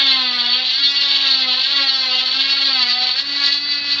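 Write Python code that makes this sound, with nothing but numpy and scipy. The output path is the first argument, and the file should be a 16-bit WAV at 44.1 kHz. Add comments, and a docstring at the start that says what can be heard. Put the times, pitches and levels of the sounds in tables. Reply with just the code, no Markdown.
"""Small room, one microphone close to an oscillating electric saw that cuts a hard cast.
From the start each stroke knocks the hollow shell (a low buzz), chatters the teeth against it
(a bright buzz) and scrapes off grit; the steel blade rings near 4.5 kHz. The motor sags whenever
the blade is pressed in, and now and then the blade catches and squeals. Towards the end it only
grazes the cast: the motor whines almost freely and a low rumble swells."""
import sys
import numpy as np
from scipy import signal
from scipy.fft import rfft, irfft, next_fast_len
from scipy.io import wavfile
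from scipy.ndimage import uniform_filter1d, map_coordinates

SR = 44100
rng = np.random.default_rng(int(sys.argv[2]) if len(sys.argv) > 2 else 0)


def transcribe(signal):
    """Save signal, clipped to [-1, 1], as a 16-bit WAV file at the path in sys.argv[1]."""
    frames = np.atleast_2d(signal).T
    limited = np.clip(frames, -1, 1)
    pcm = np.round(limited * 32767).astype(np.int16)
    wavfile.write(sys.argv[1], SR, pcm)


N = 176400
TIME_S = np.arange(N) / SR


def amp(db):
    """Decibels to gain."""
    return 10 ** (np.asarray(db) / 20)


def unit(x):
    """Scale to rms 1."""
    return x / np.sqrt(np.mean(np.abs(x) ** 2) + 1e-20)


def even(x, size):
    """Hold x at a steady rms of 1 over size samples."""
    return x / np.sqrt(np.abs(uniform_filter1d(x * x, size)) + 1e-9)


def curves(rows):
    """One value per sample for each column after the time."""
    times, *columns = np.transpose(rows)
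    return [np.interp(TIME_S, times, column) for column in columns]


def wobble(rate_hz):
    """A smooth random curve with rate_hz knots a second."""
    knots = rng.standard_normal(int(N * rate_hz / SR) + 4)
    return map_coordinates(knots, [TIME_S * rate_hz])


def filtered(x, response):
    """Filter x by a gain given as a function of frequency."""
    size = next_fast_len(N + SR // 2)
    return irfft(rfft(x, size) * response(np.fft.rfftfreq(size, 1 / SR)), size)[:N]


def coloured(x, points):
    """Shape x by rows of frequency_hz, gain_db, dying away an octave past each end; rms 1."""
    freqs, db = np.transpose(points)
    freqs = np.r_[freqs[0] / 2, freqs, freqs[-1] * 2]
    db = np.r_[-120, db, -120]
    return unit(filtered(x, lambda hz: amp(np.interp(np.log(hz + 1), np.log(freqs), db))))


def buzz(turns, orders, drift, drift_hz):
    """Overtones of the stroke; each drifts in strength and phase as the contact moves."""
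    out = np.zeros(N)
    for order in orders:
        path = signal.resample(rng.standard_normal((256, 2)) @ [1, 1j], 256 * 16)
        shift = np.interp(TIME_S * drift_hz * 16, np.arange(len(path)), path)
        overtone = np.exp(2j * np.pi * (order * turns + rng.random()))
        out += ((1 + drift * shift) * overtone).real
    return out


def scrapes(turns, scatter_db, sharpness=1.2, back_gain=.8):
    """A burst of grit on each forward and return stroke, no two alike."""
    swing = np.cos(2 * np.pi * turns)
    forward = np.exp(sharpness * (swing - 1))
    back = back_gain * np.exp(-sharpness * (swing + 1))
    sizes = amp(scatter_db * rng.standard_normal(N // 20))
    half_stroke = np.abs(2 * turns + .5).astype(int)
    return (forward + back) * sizes[half_stroke] * rng.standard_normal(N)


def shell(turns):
    """The strokes shake the saw's housing and the hollow cast; the blade's flank rubs in the slot."""
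    # Shaking of the shell, stroke tone and low overtones: time_s, tone_db, low_relative_db
    shaking = [(0, -43.5, -36.5), (.05, -36, -36.5), (.6, -43.5, -35), (.66, -50, -43.5), (.76, -55, -51),
               (.81, -42.5, -52), (.98, -49, -40), (1.43, -39, -37.5), (1.54, -42.5, -32.5),
               (1.64, -53.5, -46), (1.81, -38, -32), (1.9, -45.5, -39), (2.17, -44.5, -34.5),
               (2.31, -49, -41), (2.39, -38, -41), (2.54, -46, -42), (2.68, -39, -36.5),
               (2.82, -41.5, -32.5), (2.95, -45, -42.5), (3.07, -46.5, -39.5), (3.12, -57.5, -42.5),
               (3.3, -41.5, -46), (3.45, -43.5, -38), (3.6, -46.5, -47.5), (4, -44.5, -44)]
    # Strength of the midrange buzz: time_s, relative_db
    middle_levels = [(0.0, -24), (0.09, -27), (0.13, -27.5), (0.18, -28), (0.62, -31), (0.64, -37),
                     (0.85, -26.5), (0.89, -30.5), (0.93, -29), (1.23, -31), (1.26, -26), (1.41, -36),
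                     (1.45, -26), (1.47, -33), (1.7, -30.5), (1.79, -24), (2.01, -33.5), (2.04, -26.5),
                     (2.25, -33.5), (2.45, -28.5), (2.89, -26), (2.92, -30.5), (3.08, -29.5), (3.14, -35),
                     (3.18, -29.5), (3.25, -38.5), (3.48, -24.5), (3.61, -40), (3.72, -34.5), (3.99, -31.5)]
    # Low resonances of the shell: frequency_hz, gain_db
    low_colour = [(400, -10.5), (530, -5), (750, 1.5), (860, -3), (1050, 0), (1250, 2), (1450, -8),
                  (1900, -30.5)]
    # Spectrum of the midrange buzz: frequency_hz, gain_db
    middle_colour = [(1100, -14), (1400, -8), (1650, -2), (1800, -5.5), (2000, -1), (2230, -2.5),
                     (2390, -10.5), (2560, -1), (2900, -10), (3500, -31.5)]
    # Spectrum of the dull rubbing: frequency_hz, gain_db
    rub_colour = [(150, -16.5), (400, -10.5), (800, -5), (1300, -2), (1700, 2), (2400, 0), (3200, -17.5)]
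    tone_db, low_db = curves(shaking)
    middle_db, = curves(middle_levels)
    rub_db = -39 + 0.067 * (low_db - low_db.mean())  # rubbing grows a little with the shaking
    tone = amp(tone_db) * unit(np.sin(2 * np.pi * turns))
    low = buzz(turns, range(2, 7), drift=0.49, drift_hz=38)
    low = amp(low_db + 0.5) * even(coloured(low, low_colour), size=5000)
    middle = buzz(turns, range(4, 13), drift=2.0, drift_hz=48)
    middle = amp(middle_db - 1.5) * even(coloured(middle, middle_colour), size=3500)
    rub = amp(rub_db) * coloured(scrapes(turns, scatter_db=5.0), rub_colour)
    return tone + low + middle + rub


def teeth(turns):
    """The teeth chatter against the cast and scrape off grit."""
    # Share of scraping in the bite: time_s, share_db
    grit_shares = [(0, -4.5), (.4, -4.5), (.7, -3), (.87, -10), (1.02, -3), (1.2, -1), (1.5, -5),
                   (1.65, -2), (1.95, -7.5), (2.35, -2.5), (2.6, -5), (3.0, -3.5), (3.2, -1.5), (3.5, -1.5),
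                   (3.65, -5.5), (4, 0)]
    # Spectrum of the chatter: frequency_hz, gain_db
    chatter_colour = [(2000, -42.5), (2450, -25), (2750, -10), (3050, -10.5), (3350, -2), (3700, -6),
                      (4000, 0), (4350, 1.5), (4580, -1.5), (4750, -8.5), (5050, -18), (5350, -17.5),
                      (5600, -23), (6000, -32), (7000, -40.5), (8500, -62)]
    # Spectrum of the grit: frequency_hz, gain_db
    grit_colour = [(150, -46), (400, -41), (800, -28), (1300, -27), (2000, -20.5), (2400, -16.5),
                   (2800, -8.5), (3400, -3.5), (4000, 0.5), (4550, 2), (4800, -13), (5050, -14),
                   (5350, -14), (5600, -21), (6000, -26), (7000, -34.5), (8000, -47.5), (8700, -60.5)]
    grit_db, = curves(grit_shares)
    share = np.clip(amp(grit_db) ** 2, 0, .95)
    chatter = buzz(turns, range(7, 31), drift=1.0, drift_hz=30)
    chatter = even(coloured(chatter, chatter_colour), size=3000)
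    grit = coloured(scrapes(turns, scatter_db=1.83), grit_colour)
    return amp(1.5) * np.sqrt(1 - share) * chatter + amp(1) * np.sqrt(share) * grit


def blade(cut, stroke_hz, ring_hz=4536, width_hz=65, split_hz=3848):
    """The cut and the steel blade that it rings; the colour shifts with the contact."""
    # How hard the teeth bite: time_s, relative_db
    bite = [(0.0, -13), (0.38, -19.0), (0.4, -15), (0.5, -17.5), (0.52, -17), (0.65, -20), (0.7, -16.5),
            (0.83, -16.5), (0.86, -13), (0.94, -20.5), (0.96, -16.0), (1.32, -14.5), (1.41, -17),
            (1.44, -14.5), (1.46, -24), (1.49, -16), (1.54, -15), (1.56, -18), (1.64, -15), (1.66, -17),
            (1.81, -15.0), (1.86, -17.5), (1.89, -13.5), (1.99, -18), (2.03, -18), (2.11, -18.5),
            (2.13, -16), (2.2, -14.5), (2.22, -20.0), (2.37, -18), (2.41, -15), (2.48, -16.5), (2.51, -16),
            (2.54, -16), (2.66, -15.0), (2.81, -16.5), (2.83, -11), (2.85, -20), (2.92, -16), (2.95, -16.5),
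            (3.12, -17), (3.14, -21.5), (3.2, -16.5), (3.24, -27), (3.28, -26), (3.31, -21.0),
            (3.41, -19.0), (3.43, -15.5), (3.54, -14.5), (3.56, -19.5), (3.66, -26.5), (3.72, -19),
            (3.84, -27), (3.93, -14.5), (3.97, -24), (3.99, -19)]
    # Weight of the cut's lower band against its upper band: time_s, relative_db
    depth = [(0, 4), (.09, -1.5), (.2, -1), (.3, -3), (.42, -4), (.52, 1), (.62, -2), (.76, -4),
             (.88, -2.5), (.95, -6), (1.0, -4), (1.1, -2.5), (1.25, 0), (1.32, -7), (1.5, -1), (1.6, -4),
             (1.8, -1.5), (1.9, -7), (2.05, -6), (2.2, -1.5), (2.3, -6), (2.42, -2), (2.52, -4), (2.65, -5),
             (2.76, -5.5), (2.9, -8), (3.05, -6.5), (3.2, -9), (3.35, -8), (3.5, -9), (3.7, -12.5),
             (3.92, -11), (4, -3.5)]
    bite_db, = curves(bite)
    depth_db, = curves(depth)
    ring = filtered(cut, lambda hz: 1j * hz * width_hz / (ring_hz ** 2 - hz ** 2 + 1j * hz * width_hz))
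    ring_db = -7.5 - 0.29 * (stroke_hz - stroke_hz.mean())  # stronger as the motor sags
    lower = filtered(cut, lambda hz: 1 / (1 + (hz / split_hz) ** 24))
    upper = cut - lower + amp(ring_db) * unit(ring)
    mix = amp(depth_db + 2) * even(lower, size=3000) + even(upper, size=3000)
    flutter_db = 1.3 * wobble(rate_hz=60)
    return amp(bite_db - 0.55 + flutter_db) * even(mix, size=1500)


def whine(turns):
    """Gear and blade sing in clean overtones as the motor nears its free speed."""
    # Strength of the whine: time_s, level_db
    levels = [(0, -33.5), (.3, -44), (.7, -45), (.87, -31.5), (1.05, -34.5), (1.3, -39.5), (3.1, -43),
              (3.3, -29.5), (3.5, -30.5), (3.62, -27.5), (3.72, -22), (3.84, -24), (3.92, -22.5), (4, -28)]
    # Its overtones: stroke_multiple, relative_db
    overtones = [(5, -16.5), (6, -20), (7, -11), (9, -7.5), (10, -9), (11, -11), (12, -7), (13, -27.5),
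                 (14, -10), (15, -4), (16, 0.5)]
    whine_db, = curves(levels)
    partials = np.zeros(N)
    for order, db in overtones:
        waver_db = .7 * wobble(rate_hz=8)
        partials += amp(db + waver_db) * np.sin(2 * np.pi * (order * turns + rng.random()))
    return amp(whine_db) * unit(partials)


def room(x, t60_s=.16):
    """The short answer of the close walls, arriving after 4 ms."""
    t = np.arange(SR // 3) / SR
    tail = rng.standard_normal(len(t)) * amp(-60 * t / t60_s) * (t > .004)
    return signal.fftconvolve(x, tail / np.linalg.norm(tail))[:N]


def background():
    """Mains hum of the motor over faint room tone and a low rumble."""
    # Motor hum: pitch_hz, level_db
    hum_tones = [(100, -65.5), (200, -68.5)]
    # The rumble, swelling near the end: time_s, level_db
    rumble_levels = [(0, -69), (2.4, -68), (3.4, -58.5), (3.7, -59.5), (4, -46.5)]
    # Spectrum of the rumble: frequency_hz, gain_db
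    rumble_colour = [(30, -21), (80, -0.5), (160, -3), (300, -6.5)]
    # Spectrum of the room tone: frequency_hz, gain_db
    room_colour = [(20, -9), (50, -5), (90, -1.5), (130, -4), (200, 3), (400, -6), (1500, -30)]
    rumble_db, = curves(rumble_levels)
    hum = sum(amp(db) * unit(np.sin(2 * np.pi * hz * TIME_S)) for hz, db in hum_tones)
    rumble = amp(rumble_db) * coloured(rng.standard_normal(N), rumble_colour)
    room_tone = amp(-58.5) * coloured(rng.standard_normal(N), room_colour)
    return hum + rumble + room_tone


def squeals(turns):
    """The blade catches and a single overtone swells briefly."""
    # Catches of the blade: centre_s, length_s, stroke_multiple, level_db
    catches = [(0.093, .06, 15, -18), (.14, 0.26, 4, -31.5), (0.138, 0.063, 8, -23.5),
               (0.549, 0.11, 18, -19), (0.879, .1, 13, -19.5), (0.942, 0.043, 10, -27.5),
               (1.021, 0.083, 16, -23), (1.317, 0.058, 16, -19), (1.443, .05, 8, -29),
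               (1.898, 0.098, 17, -20.5), (2.507, 0.073, 16, -19), (2.95, .26, 5, -33),
               (2.998, 0.24, 3, -32), (3.431, 0.14, 6, -30)]
    out = np.zeros(N)
    for centre_s, length_s, order, db in catches:
        swell = np.cos(np.pi * np.clip((TIME_S - centre_s) / length_s, -.5, .5))
        out += amp(db) * swell * unit(np.sin(2 * np.pi * (order * turns + rng.random())))
    return out


def scene():
    """One motor speed drives every part of the saw; this close, the room stays well below it."""
    # Motor speed, sagging under load: time_s, stroke_hz
    speed = [(0, 274), (.04, 274), (.26, 252), (.42, 242), (.5, 244), (.62, 258), (.7, 251), (.8, 277),
             (.92, 281), (1.04, 280), (1.2, 277), (1.26, 273), (1.52, 253), (1.64, 265), (1.72, 280),
             (1.77, 280), (1.9, 269), (2.11, 255), (2.2, 257), (2.3, 259), (2.38, 270), (2.57, 276.5),
             (2.68, 274), (2.85, 244), (3.06, 254), (3.13, 250), (3.2, 278), (3.3, 282.5), (3.5, 281),
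             (3.64, 287), (3.84, 285.2), (4, 283)]
    stroke_hz, = curves(speed)
    shaft = np.cumsum(stroke_hz) / SR  # one turn per stroke
    jitter_s = 16e-6 * wobble(rate_hz=130)
    turns = shaft + stroke_hz * jitter_s  # strokes land slightly early or late
    saw = shell(turns) + blade(teeth(turns), stroke_hz) + squeals(shaft) + whine(shaft)
    return (saw + amp(-11) * room(saw) + background())[None]


def record(dry):
    """The sharpest grit peaks are softly rounded off, and nothing sounds above 8650 Hz."""
    ceiling, top_hz = .74, 8650
    rounded = dry[0] / (1 + np.abs(dry[0] / ceiling) ** 8) ** (1 / 8)
    return filtered(rounded, lambda hz: hz < top_hz)[None]


dry = scene()
out = record(dry)
transcribe(out)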